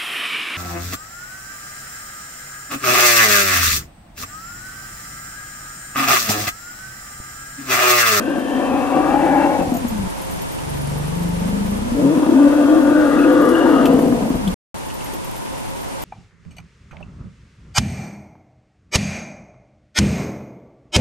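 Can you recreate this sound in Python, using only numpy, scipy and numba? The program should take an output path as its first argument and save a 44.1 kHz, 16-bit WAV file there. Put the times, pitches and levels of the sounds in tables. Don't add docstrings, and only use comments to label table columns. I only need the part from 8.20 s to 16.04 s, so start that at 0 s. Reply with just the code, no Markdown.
import sys
import numpy as np
from scipy import signal
from scipy.fft import rfft, irfft
from scipy.io import wavfile
from scipy.ndimage import uniform_filter1d
from numba import njit

SR = 44100
rng = np.random.default_rng(int(sys.argv[2]) if len(sys.argv) > 2 else 0)


def dump_mix(stems):
    frames = np.atleast_2d(stems).T
    limited = np.clip(frames, -1, 1)
    pcm = np.round(limited * 32767).astype(np.int16)
    wavfile.write(sys.argv[1], SR, pcm)


N = 345744

# f/Hz, relative level/dB
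COMMON_HISS = [(15, -36), (25, -0.5), (59, 0), (240, -4.5), (274, -2), (482, -8), (523, -4.5), (782, -4.5),
               (945, -2.5), (1020, -9), (2850, -14), (3930, -18), (9300, -18.5), (12800, -24), (15500, -35)]
# f/Hz, relative level/dB
OPPOSED_HISS = [(15, -35), (25, -14), (129, -0.5), (322, -4.5), (666, -9.5), (782, -9.5), (970, -11),
                (1660, -20.5), (3440, -25), (3930, -28.5), (7300, -30), (9500, -38.5), (13500, -56.5),
                (15500, -51)]
COMMON_HISS_DB, OPPOSED_HISS_DB = -37, -29
# t/s, level/dB
BACKGROUND_SWELL = [(0, -3.5), (.5, -1), (1.87, 2), (7.84, 1.36)]
# f/Hz, width of each resonance pass/Hz, level/dB
DRONE_BANDS = [(284.4, 50, -79.5), (537.2, 16, -48), (745, 58, -62), (886.6, 27, -50.5), (974, 168, -45.5)]
# f/Hz, width of each resonance pass/Hz, level/dB
INSECT_BAND = (9370, 570, -54)
# t/s, level/dB
INSECT_GAIN = [(0, -2), (1.8, 0), (2.3, 3.5), (2.9, 1), (3.4, 0.5), (7.84, 0)]
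# t/s, relative level/dB (played 9.5 dB lower), f/Hz, level of the lower part against the
# relative level/dB (played 2 dB lower)
NEAR_TICKS = [(1.5384, -24.5, 13600, -12), (1.5663, -28, 13100, -8), (1.6796, -27, 13600, -9),
              (1.898, -31, 10600, -15), (2.0133, -29, 11580, -18), (2.1084, -28, 12700, -14),
              (2.215, -29, 12200, -17), (2.3161, -29, 12900, -15), (2.3979, -39, 11800, -13),
              (2.4943, -31, 10400, -12), (2.5661, -35, 12100, -13), (2.612, -30, 11300, -13),
              (2.6692, -31, 9810, -13), (2.7694, -36, 11000, -13), (2.8715, -33, 10400, -13),
              (2.9894, -37, 12200, -13), (3.0874, -43, 10900, -13), (3.1967, -35, 11300, -13),
              (3.2915, -37, 12100, -13), (5.2116, -31, 12400, -16), (5.2475, -32, 11210, -13),
              (5.288, -25.5, 10620, -11), (5.7862, -32, 11800, -14), (5.878, -33.5, 11710, -13),
              (6.7376, -31, 13300, -16), (6.8399, -30, 11700, -13), (6.9341, -29, 12400, -20),
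              (7.0434, -32, 12300, -13), (7.1584, -33, 12100, -15), (7.8184, -28, 13100, -15)]
# t/s, relative level/dB
CHANCE_TICKS = [(0, -52), (1.4, -50), (1.9, -45), (3.3, -45.5), (4, -52), (5.8, -46), (7.84, -49)]
# t/s, relative ring level/dB, f/Hz, 60 dB decay time/s, crack level/dB
NEAR_KNOCKS = [(2.385, -37, 2950, .04, -55), (5.654, -18.5, 2890, 0.045, -27),
               (6.274, -26.5, 3300, 0.045, -34), (6.7, -33.5, 2800, 0.039, -50),
               (6.806, -35, 2870, 0.03, -50), (6.86, -38, 1900, .04, -40), (6.932, -25, 333, 0.083, -36)]

# t/s, f/Hz
PULSE_RATE = [(2.35, 23.8), (2.642, 23.67), (2.726, 24.1), (2.906, 24.25), (3.058, 24.73), (3.166, 24.4),
              (3.288, 25.23), (3.406, 25.52), (3.57, 29.01), (3.72, 29.97)]
# t/s, chaotic share (0-1), share locked to the first resonance (0-1)
VOICING_SHARES = [(0, .8, .45), (1.2, .85, .5), (1.45, .7, .3), (1.7, .2, .65), (1.87, .1, .8),
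                  (1.9, .05, 0), (2.4, .006, 0), (3.15, .008, 0), (3.5, .05, 0), (3.62, .18, 0),
                  (3.72, .3, .15), (3.8, .45, .5), (3.85, .5, .9), (3.93, .5, .9), (3.97, .6, .3),
                  (4.12, .6, .3), (4.17, .9, .9), (4.85, .9, .85), (4.95, .9, .5), (5.6, .85, .4),
                  (6.15, .8, .35), (6.22, .3, .6)]
# t/s, then relative level/dB of first resonance, open mouth, treble, chest, low rasp
CALL_STAGES = [
    [(0.0, -23.5, -26, -33, -52, -44.5), (0.03, -28, -32, -34.5, -61, -66),
     (0.09, -23, -28.5, -33, -60, -58), (0.27, -23.5, -28, -38, -62, -59),
     (0.362, -18.5, -26, -35.5, -51, -56), (0.434, -23, -25.5, -32.5, -67, -54),
     (0.542, -17.5, -22.5, -33, -38, -47), (0.668, -21, -26, -30.5, -64.5, -56),
     (0.772, -18, -21, -31, -38.5, -37.5), (1.232, -17.5, -20.5, -30.5, -40.5, -28),
     (1.25, -14, -17.5, -30, -41, -41)],
    [(1.28, -18, -21.5, -36, -41, -30.5), (1.328, -19.5, -21.5, -31, -40.5, -38),
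     (1.426, -23, -19.5, -38, -35, -25), (1.454, -24.5, -32.5, -56, -30, -29),
     (1.546, -21, -28, -43, -38.5, -35), (1.606, -33, -38, -55, -34.5, -34),
     (1.644, -25, -42, -54, -39, -41), (1.704, -30, -47, -55, -31, -41), (1.738, -26, -48, -48, -39, -35),
     (1.812, -25, -56, -50, -28, -40), (1.874, -22.5, -41, -36, -28.5, -33)],
    [(1.89, -48, -51.5, -45, -44, -38), (1.936, -51, -58, -55, -48, -60), (2.19, -39, -56, -52, -38, -42),
     (2.28, -42, -49, -54, -43, -46), (2.328, -47, -56, -49, -39.5, -43),
     (2.504, -29, -40.5, -50, -31.5, -31.5), (2.69, -23.5, -47.5, -46, -32, -27),
     (2.742, -23, -35.5, -45, -30, -22), (2.936, -24.5, -39, -37, -32, -28),
     (3.066, -21.5, -40, -51, -30, -29.5), (3.18, -24.5, -36, -52, -28.5, -30),
     (3.26, -21, -37, -51, -31, -31), (3.44, -20.5, -36, -47, -31, -34),
     (3.6, -22.5, -40.5, -42, -27.5, -35)],
    [(3.63, -24.5, -43, -51, -31, -40.5), (3.74, -21, -37, -48, -31.5, -39),
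     (3.79, -17.5, -26, -49, -33.5, -27), (3.858, -13, -26, -39, -42.5, -21.5),
     (4.048, -18, -26.5, -29.5, -46.5, -54), (4.086, -13, -23.5, -36, -51, -48),
     (4.242, -9.5, -27, -32.5, -42.5, -55), (4.33, -13.5, -23.5, -31.5, -46, -52),
     (4.454, -15, -26.5, -31.5, -48.5, -49), (4.53, -7.5, -25, -29.5, -47, -52),
     (4.6, -9, -25.5, -30.5, -45.5, -54), (4.66, -13, -21.5, -29.5, -46, -56.5),
     (4.77, -11, -22.5, -29, -43.5, -58), (4.85, -10, -22.5, -28.5, -42, -62),
     (4.89, -15, -20.5, -27, -42, -54), (5.02, -11, -24.5, -24.5, -44.5, -49),
     (5.308, -15, -23, -25.5, -43.5, -50), (5.546, -13, -21.5, -22.5, -44.5, -41),
     (5.58, -16.5, -19.5, -26, -47, -54)],
    [(5.61, -13, -20, -22.5, -44, -41.5), (5.634, -14, -17, -25.5, -40.5, -25),
     (5.668, -11, -22.5, -27.5, -33, -33.5), (5.742, -13.5, -18, -35, -36, -26),
     (6.012, -16.5, -26, -52, -34, -28), (6.062, -19, -26.5, -45, -39, -33),
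     (6.158, -22.5, -29.5, -51, -28, -26), (6.196, -28.5, -40.5, -51, -34, -35),
     (6.266, -21.5, -42.5, -54, -30.5, -34.5), (6.274, -17, -37.5, -43, -31, -36.5),
     (6.34, -28.5, -43.5, -48.5, -27.5, -32.5)],
]
# t/s, length/s, change/dB
VOICE_CATCHES = [(.245, .04, -3), (.7, 0.041, -3.5), (0.837, .05, -4), (.99, 0.026, -3.5),
                 (1.291, 0.025, -5), (1.385, 0.032, -7.5), (1.445, 0.028, -7), (1.519, 0.022, -9),
                 (1.705, .04, -5.5), (3.942, 0.04, -3), (4.02, 0.026, -4.5), (4.056, .03, -4.5),
                 (4.09, .02, -6.5), (4.361, .08, -2), (4.475, 0.035, 0), (4.519, 0.017, 0.5),
                 (4.647, 0.045, -3.5), (4.75, .03, -4.5), (4.91, .06, -3.5), (5.44, 0.028, -2),
                 (5.818, .02, -3.5), (6.004, 0.03, -6.5), (6.102, 0.029, -9), (6.139, 0.03, -9)]
# t/s, f/Hz
FIRST_RESONANCE = [(0, 261.2), (.1, 282), (.5, 265.8), (1.04, 293.7), (1.36, 286.5), (1.6, 256.2),
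                   (1.74, 215.8), (1.87, 188), (2.2, 174), (2.62, 140.3), (2.85, 151), (3.0, 171),
                   (3.18, 177), (3.32, 193.5), (3.46, 199.6), (3.62, 215.4), (3.76, 262.4), (3.84, 272),
                   (3.9, 296), (3.94, 334.6), (3.96, 275), (4.1, 295.5), (4.14, 272), (4.2, 289.1),
                   (4.34, 284.8), (4.38, 305), (4.42, 281.7), (4.5, 299.2), (4.6, 315), (4.63, 283),
                   (4.84, 304), (4.9, 280), (5.02, 298.3), (5.1, 305), (5.2, 299.3), (5.3, 305),
                   (5.38, 317.6), (5.52, 301.9), (5.58, 271.6), (5.86, 264.7), (6.0, 245), (6.15, 255.1),
                   (6.27, 196.2)]
# width of each pass/Hz, share that follows the treble (0-1), then for each pose
# (first roar x3, rumble, second roar x3) a pair f/Hz, level against the open mouth/dB
UPPER_RESONANCES = [(110.7, 0.059, (520, -.5), (520, -2.5), (545, -2), (418, -1), (540, 0), (520, 1),
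                    (475, 1.71)), (120.5, 0.0371, (700, -6.5), (750, -1.2), (840, 0.36), (320, -2.9),
                    (620, -6.5), (630, -10), (645, -4.5)), (129.2, 0.47, (880, -10.5), (920, -4),
                    (960, -9.5), (910, -12), (910, -2.5), (835, -10.5), (900, -9.5)), (90, 1, (1110, -6.5),
                    (1100, -1.3), (1170, -15), (1150, -9.5), (1195, -3), (1215, -3), (1200, -2.5)),
                    (100.5, 0.93, (1400, -15), (1400, -9.5), (1470, -4.5), (1370, -23), (1470, -3.5),
                    (1425, -2.7), (1435, -8.5)), (120.9, 0.99, (1560, -2), (1620, -8.5), (1690, -1.8),
                    (1600, -27), (1605, -9.5), (1620, -9), (1670, -10.5)), (99.2, 0.91, (1700, -9),
                    (1800, -11.5), (1910, -9), (1850, -21), (1700, -15), (1880, -12.5), (1865, -17)),
                    (130, 0.81, (2400, -17), (2350, -13.5), (2310, -10.5), (1800, -31), (2100, -31),
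                    (2250, -33), (2300, -31)), (212.5, 0.61, (2700, -12), (2640, -10.5), (2620, -18.5),
                    (2590, -31), (2600, -16.5), (2700, -22), (2840, -18)), (390, 0.92, (3120, -19),
                    (3050, -20.5), (2950, -26.5), (3500, -25), (3230, -15.5), (3300, -21), (3000, -27))]
POSE_TIMES = (0.1, .7, 1.2, 2.5, 3.5, 4.2, 4.9, 5.6)
# t/s, length/s, level against first resonance/dB
PERIOD_DOUBLING = [(3.893, .14, -7), (5.72, .1, -14.5)]
# t/s, relative level/dB
GROWL_PULSES = [(0.079, -9), (0.103, -11), (0.153, -11.5), (0.181, -10), (0.22, -12), (0.37, -12),
                (1.29, -15), (1.34, -13), (1.39, -12), (1.409, -16), (1.519, -7.5), (1.549, -10),
                (1.647, -9), (1.718, -17), (1.786, -17), (1.828, -20), (1.862, -20), (3.716, -13.5),
                (3.849, -5), (3.974, -2.5), (4.024, -6), (4.064, -5), (4.092, -8), (5.2, -4.5), (5.532, -6),
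                (5.556, -8), (5.649, -3.5), (5.698, -3), (5.741, -2.5), (5.789, 0.5), (5.923, -3),
                (6.021, -6.5), (6.102, -5), (6.139, -10), (6.243, -14), (6.271, -11.5)]
# t/s, length/s, starting f/Hz, final f/Hz, level/dB
RESONANCE_FLARES = [(0.327, 0.28, 1720, 1800, -36.5), (.35, 0.4, 3100, 3050, -44), (.45, .2, 940, 990, -37),
                    (0.85, 0.27, 1090, 1253, -28.5), (0.954, 0.099, 790, 830, -21.5),
                    (1.15, .2, 833, 850, -30), (1.229, 0.086, 2674, 2700, -34),
                    (1.413, 0.049, 2600, 2620, -42), (5.28, .16, 267, 255, -18.5),
                    (3.25, .12, 215, 240, -30), (4.1, .1, 288, 270, -28), (3.35, .16, 457, 444, -37.5),
                    (3.05, .2, 315, 325, -38.5), (4.4, 0.073, 680, 660, -30.5),
                    (4.55, .12, 620, 740, -26.5), (5.3, 0.27, 400, 410, -26), (3.35, 0.17, 255, 260, -32.5),
                    (3.79, .06, 560, 580, -28), (4.93, .1, 473, 460, -24.5), (4.55, .3, 1190, 1090, -37),
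                    (4.55, 0.14, 518, 550, -33), (4.3, .2, 1881, 1895, -42.5), (4.748, .2, 637, 594, -31),
                    (4.269, 0.15, 602, 500, -24), (4.799, .12, 1500, 1456, -33),
                    (4.995, .025, 2604, 2630, -34.5), (5.04, 0.027, 2570, 2560, -34),
                    (5.204, 0.35, 510, 473, -20.5), (5.244, 0.13, 1210, 1180, -28.5),
                    (5.355, 0.036, 2850, 2850, -32.5), (5.42, 0.037, 2848, 2860, -35),
                    (5.38, .18, 1590, 1670, -31), (5.47, 0.11, 930, 900, -28.5),
                    (5.597, 0.11, 1218, 1255, -25)]
# f/Hz, left minus right level/dB, left lead/rad
BEARING_CUES = [(56.6, -0.5, 0.62), (199, 3, 0.11), (414, 5, 0.97), (734, 8.5, 0.42), (1300, 7, 0.72),
                (2070, 4.5, 1.74), (3500, 4.5, 0.26)]
# left delay/s, right delay/s, level/dB
SCRUB_ECHOES = [(0.012, 0.018, -11.5), (0.039, 0.027, -12.5), (0.07, 0.07, -33.5)]
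# start t/s, end t/s
DROPOUT = (6.3435, 6.5432)

PULSE_ANCHOR_S = 2.421
JITTER_PER_CHAOS, JITTER_LIMIT = 0.45, 0.33
SPLICE_S = 1.876
CATCH_SNAP = 0.16
SURGE_DB, SURGE_CORNER_HZ = 1.6, 7
ROAR_WIDTH_HZ, RUMBLE_WIDTH_HZ = 78, 29.5
SKIRT_RATIO, SKIRT_DB = 1.314, -11.5
CHEST_LAG_S = 0.01423
PUFF_DB = -24
FLARE_Q, FLARE_EXTRA_HZ = 21, 12
STOPBAND_HZ = 15900


def from_db(db):
    return 10 ** (np.asarray(db) / 20)


def seconds():
    return np.arange(N) / SR


def noise():
    return rng.standard_normal(N)


def rms_one(x):
    return x / np.sqrt(np.mean(x ** 2) + 1e-20)


def in_time(rows):
    s, *columns = np.transpose(rows)
    return [np.interp(seconds(), s, c) for c in columns]


def in_pitch(points):
    hz, *columns = np.transpose(points)
    log_bins = np.log(np.fft.rfftfreq(N, 1 / SR) + 1)
    return [np.interp(log_bins, np.log(hz), c) for c in columns]


def drift(corner_hz):
    r = np.exp(-80 * np.pi * corner_hz / SR)
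    raw = rng.standard_normal(N // 40 + 2002)
    slow = signal.lfilter([1], [1, -2 * r, r * r], raw)[2000:]
    return np.interp(np.arange(N) / 40, np.arange(len(slow)), rms_one(slow))


@njit
def moving(x, w, r):
    y = np.zeros(len(x))
    for i in range(2, len(x)):
        drive = (1 - r * r) / 2 * (x[i] - x[i - 2])
        y[i] = drive + 2 * r * np.cos(w[i]) * y[i - 1] - r * r * y[i - 2]
    return y


def resonate(x, hz, width_hz):
    w = 2 * np.pi * hz / SR * np.ones(N)
    r = np.exp(-np.pi * width_hz / SR)
    return moving(moving(x, w, r), w, r) * np.sqrt(2 * SR / (np.pi * width_hz))


def evened(x, span_s):
    return x / np.sqrt(uniform_filter1d(x ** 2, int(span_s * SR)) + 1e-6)


def bursts(times, db, rise_s, fall_s):
    marks = np.full(N, 1e-18)
    marks[(np.array(times) * SR).astype(int)] = from_db(db)
    t = np.arange(int(.08 * SR)) / SR
    shape = (1 - np.exp(-t / rise_s)) * np.exp(-t / fall_s)
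    return signal.fftconvolve(marks, shape / shape.max())[:N]


def hiss(spectrum):
    return rms_one(irfft(rfft(noise()) * from_db(in_pitch(spectrum)[0]), N))


def drone():
    return sum(from_db(db + 2.0 * drift(0.51)) * resonate(noise(), hz, width_hz)
               for hz, width_hz, db in DRONE_BANDS)


def insects():
    hz, width_hz, db = INSECT_BAND
    level_db = db + in_time(INSECT_GAIN)[0] + 1.7 * drift(21.0)
    return from_db(level_db) * resonate(noise(), hz, width_hz)


def background():
    common = from_db(COMMON_HISS_DB + 0.76 * drift(27)) * hiss(COMMON_HISS) + drone() + insects()
    opposed = from_db(OPPOSED_HISS_DB + .6 * drift(5)) * hiss(OPPOSED_HISS)
    return from_db(in_time(BACKGROUND_SWELL)[0]) * (common + opposed * [[1], [-1]])


def ticks():
    s, db, centre_hz, low_db = np.transpose(NEAR_TICKS)
    hz = np.clip(np.interp(seconds(), s, centre_hz), 1000, 15000)
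    chance = rng.random((420, 2))
    small_s = chance[:, 0] * (N - 1) / SR
    small_db = np.interp(small_s, *np.transpose(CHANCE_TICKS)) + 2 - 14 * chance[:, 1]
    small = bursts(small_s, small_db, 0.001, 0.006)
    large = bursts(s, db - 9.5, 0.003, 0.012)
    common, opposed = [resonate(noise(), hz, 2800) * large + resonate(noise(), 12550, 5000) * small
                       for _ in range(2)]
    low = resonate(noise(), hz / 2, 2500) * bursts(s, db + low_db - 2.0, 0.0012, 0.0093)
    return common + low + 0.62 * opposed * [[1], [-1]]


def knocks():
    out = np.zeros(N)
    for s, db, hz, t60, crack_db in NEAR_KNOCKS:
        ring_shape = bursts([s], db - 3.5, 0.0028, t60 / np.log(1000))
        out += ring_shape * resonate(noise(), hz, 0.24 * hz)
        out += bursts([s], crack_db, 0.0013, 0.011) * noise()
    return out


def flares(flow):
    out = np.zeros(N)
    for s, length_s, from_hz, to_hz, db in RESONANCE_FLARES:
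        along = (seconds() - s) / (length_s / 2)
        hz = np.interp(along, [-1, 1], [from_hz, to_hz])
        ring = resonate(flow, hz, from_hz / FLARE_Q + FLARE_EXTRA_HZ)
        out += from_db(db) * np.exp(-along ** 2) * evened(ring, 0.046)
    return out


def growls(swing):
    s, db = np.transpose(GROWL_PULSES)
    ring = bursts(s, db - 4, 0.0027, 0.0049) * np.sin(swing)
    ring = signal.sosfilt(signal.butter(2, 140, "high", fs=SR, output="sos"), ring)
    return ring + bursts(s, db + PUFF_DB, .001, .008) * resonate(noise(), 540, 840)


def effort():
    t = seconds()
    dent_db = np.zeros(N)
    for s, length_s, db in VOICE_CATCHES:
        span_s = length_s * np.where(t > s, CATCH_SNAP, 1)
        dent_db += db * np.exp(-(2 * (t - s) / span_s) ** 2)
    first_call = in_time(np.vstack(CALL_STAGES[:2]))
    second_call = in_time(np.vstack(CALL_STAGES[2:]))
    return np.where(t < SPLICE_S, first_call, second_call) + dent_db


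def larynx():
    chaos, locked = in_time(VOICING_SHARES)
    jitter = np.minimum(JITTER_PER_CHAOS * chaos, JITTER_LIMIT)
    rate, = in_time(PULSE_RATE)
    cycles = np.cumsum(rate * from_db(9 * jitter * drift(14))) / SR
    cycles -= cycles[int(PULSE_ANCHOR_S * SR)]
    closes = np.diff(np.floor(cycles), prepend=np.floor(cycles[0])) > 0
    pulses = closes * np.sqrt(SR / rate) * from_db(9.3 * jitter * drift(35))
    puff = 1.55 + 0.5 * np.exp(-3.0 * (cycles % 1))
    flow = rms_one(puff * noise())
    return np.sqrt(1 - chaos) * pulses + np.sqrt(chaos) * flow, chaos, locked, flow


def first_resonance(source, hz, closed, locked, swing, sway):
    rumble = evened(resonate(source, hz, RUMBLE_WIDTH_HZ), 0.14)
    roar = evened(resonate(source, hz, ROAR_WIDTH_HZ), 0.12)
    driven = closed * rumble + (1 - closed) * roar
    first = np.sqrt(1 - locked) * driven + np.sqrt(2 * locked) * sway * np.sin(swing)
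    return closed * first + (1 - closed) * evened(first, 0.038)


def chest(source):
    band = signal.butter(3, [28, 115], "band", fs=SR, output="sos")
    lagged = np.roll(source, int(CHEST_LAG_S * SR))
    return evened(signal.sosfilt(band, lagged[::-1])[::-1], .13)


def upper_resonances(airy, locked, open_db, treble_db):
    out = np.zeros(N)
    for width_hz, share, *poses in UPPER_RESONANCES:
        held_poses = np.transpose(poses[:4] + poses[3:])
        hz, db = [np.interp(seconds(), POSE_TIMES, c) for c in held_poses]
        db = open_db + db + share * (treble_db - open_db)
        ring = resonate(airy, hz * (1 + 0.028 * drift(4.0)), width_hz)
        strand = np.sin(np.cumsum(2 * np.pi * (hz + .17 * width_hz * drift(9)) / SR))
        sung = evened(evened(ring, 0.029) + 1.37 * locked * strand, 0.088)
        out += from_db(db + 1.27 * drift(8.6)) * sung
    return out


def period_doubling(swing, first_db):
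    out = np.zeros(N)
    halves = 0.62 * np.sin(swing / 2) + .7 * np.sin(3 * swing / 2)
    for s, length_s, db in PERIOD_DOUBLING:
        out += from_db(first_db + db) * np.exp(-(2 * (seconds() - s) / length_s) ** 4) * halves
    return out


def voice():
    hz1, = in_time(FIRST_RESONANCE)
    first_db, open_db, treble_db, chest_db, rasp_db = effort()
    source, chaos, locked, flow = larynx()
    first_db = first_db + SURGE_DB * chaos * drift(SURGE_CORNER_HZ)
    wander = 0.0911 * (1.15 - locked) * drift(30.23)
    swing = np.cumsum(2 * np.pi * hz1 * (1 + wander) / SR)
    sway = from_db(2.76 * drift(35))
    closed = np.clip(1 - chaos / 0.46, 0, 1)
    out = from_db(first_db) * first_resonance(source, hz1, closed, locked, swing, sway)
    out += from_db(chest_db) * chest(source)
    out += (1 - closed) * from_db(rasp_db) * evened(resonate(source, 0.67 * hz1, 60), 0.037)
    skirt = evened(resonate(source, SKIRT_RATIO * hz1, 70), 0.17)
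    out += closed * from_db(first_db + SKIRT_DB) * skirt
    chopped_flow = flow * (1.75 + 1.6 * locked * (1 + np.cos(swing)))
    airy = (0.21 + closed) * source + (1 - 0.84 * closed) * chopped_flow
    out += upper_resonances(airy, locked, open_db, treble_db)
    lip_rasp = evened(resonate(airy, 2370, 1400), .13)
    out += (1 - closed) * from_db(treble_db - 19.5) * lip_rasp
    out += from_db(open_db - 1.0) * locked * sway * np.sin(2 * swing + 3.27)
    out += period_doubling(swing, first_db) + growls(swing) + flares(flow)
    return out * (np.arange(N) < DROPOUT[1] * SR)


def outdoors(x):
    balance_db, lead = in_pitch(BEARING_CUES)
    half = from_db(balance_db / 2) * np.exp(.5j * lead)
    out = irfft(rfft(x) * np.array([half, 1 / half]), N)
    scattered = signal.lfilter(*signal.butter(1, 450, "high", fs=SR), x)
    for left_s, right_s, db in SCRUB_ECHOES:
        for side, s in enumerate((left_s, right_s)):
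            delay = int(s * SR)
            out[side, delay:] += from_db(db) * scattered[:N - delay]
    return out


def scene():
    return outdoors(voice()) + background() + ticks() + knocks()


def record(dry):
    t = seconds()
    outside_s = np.maximum(DROPOUT[0] - t, t - DROPOUT[1])
    on = np.clip(outside_s / .0005, 0, 1)
    top_cut = signal.cheby2(12, 70, STOPBAND_HZ, fs=SR, output="sos")
    return signal.sosfilt(top_cut, on * 1.123 * np.tanh(dry / 1.16))


dry = scene()
out = record(dry)
dump_mix(out)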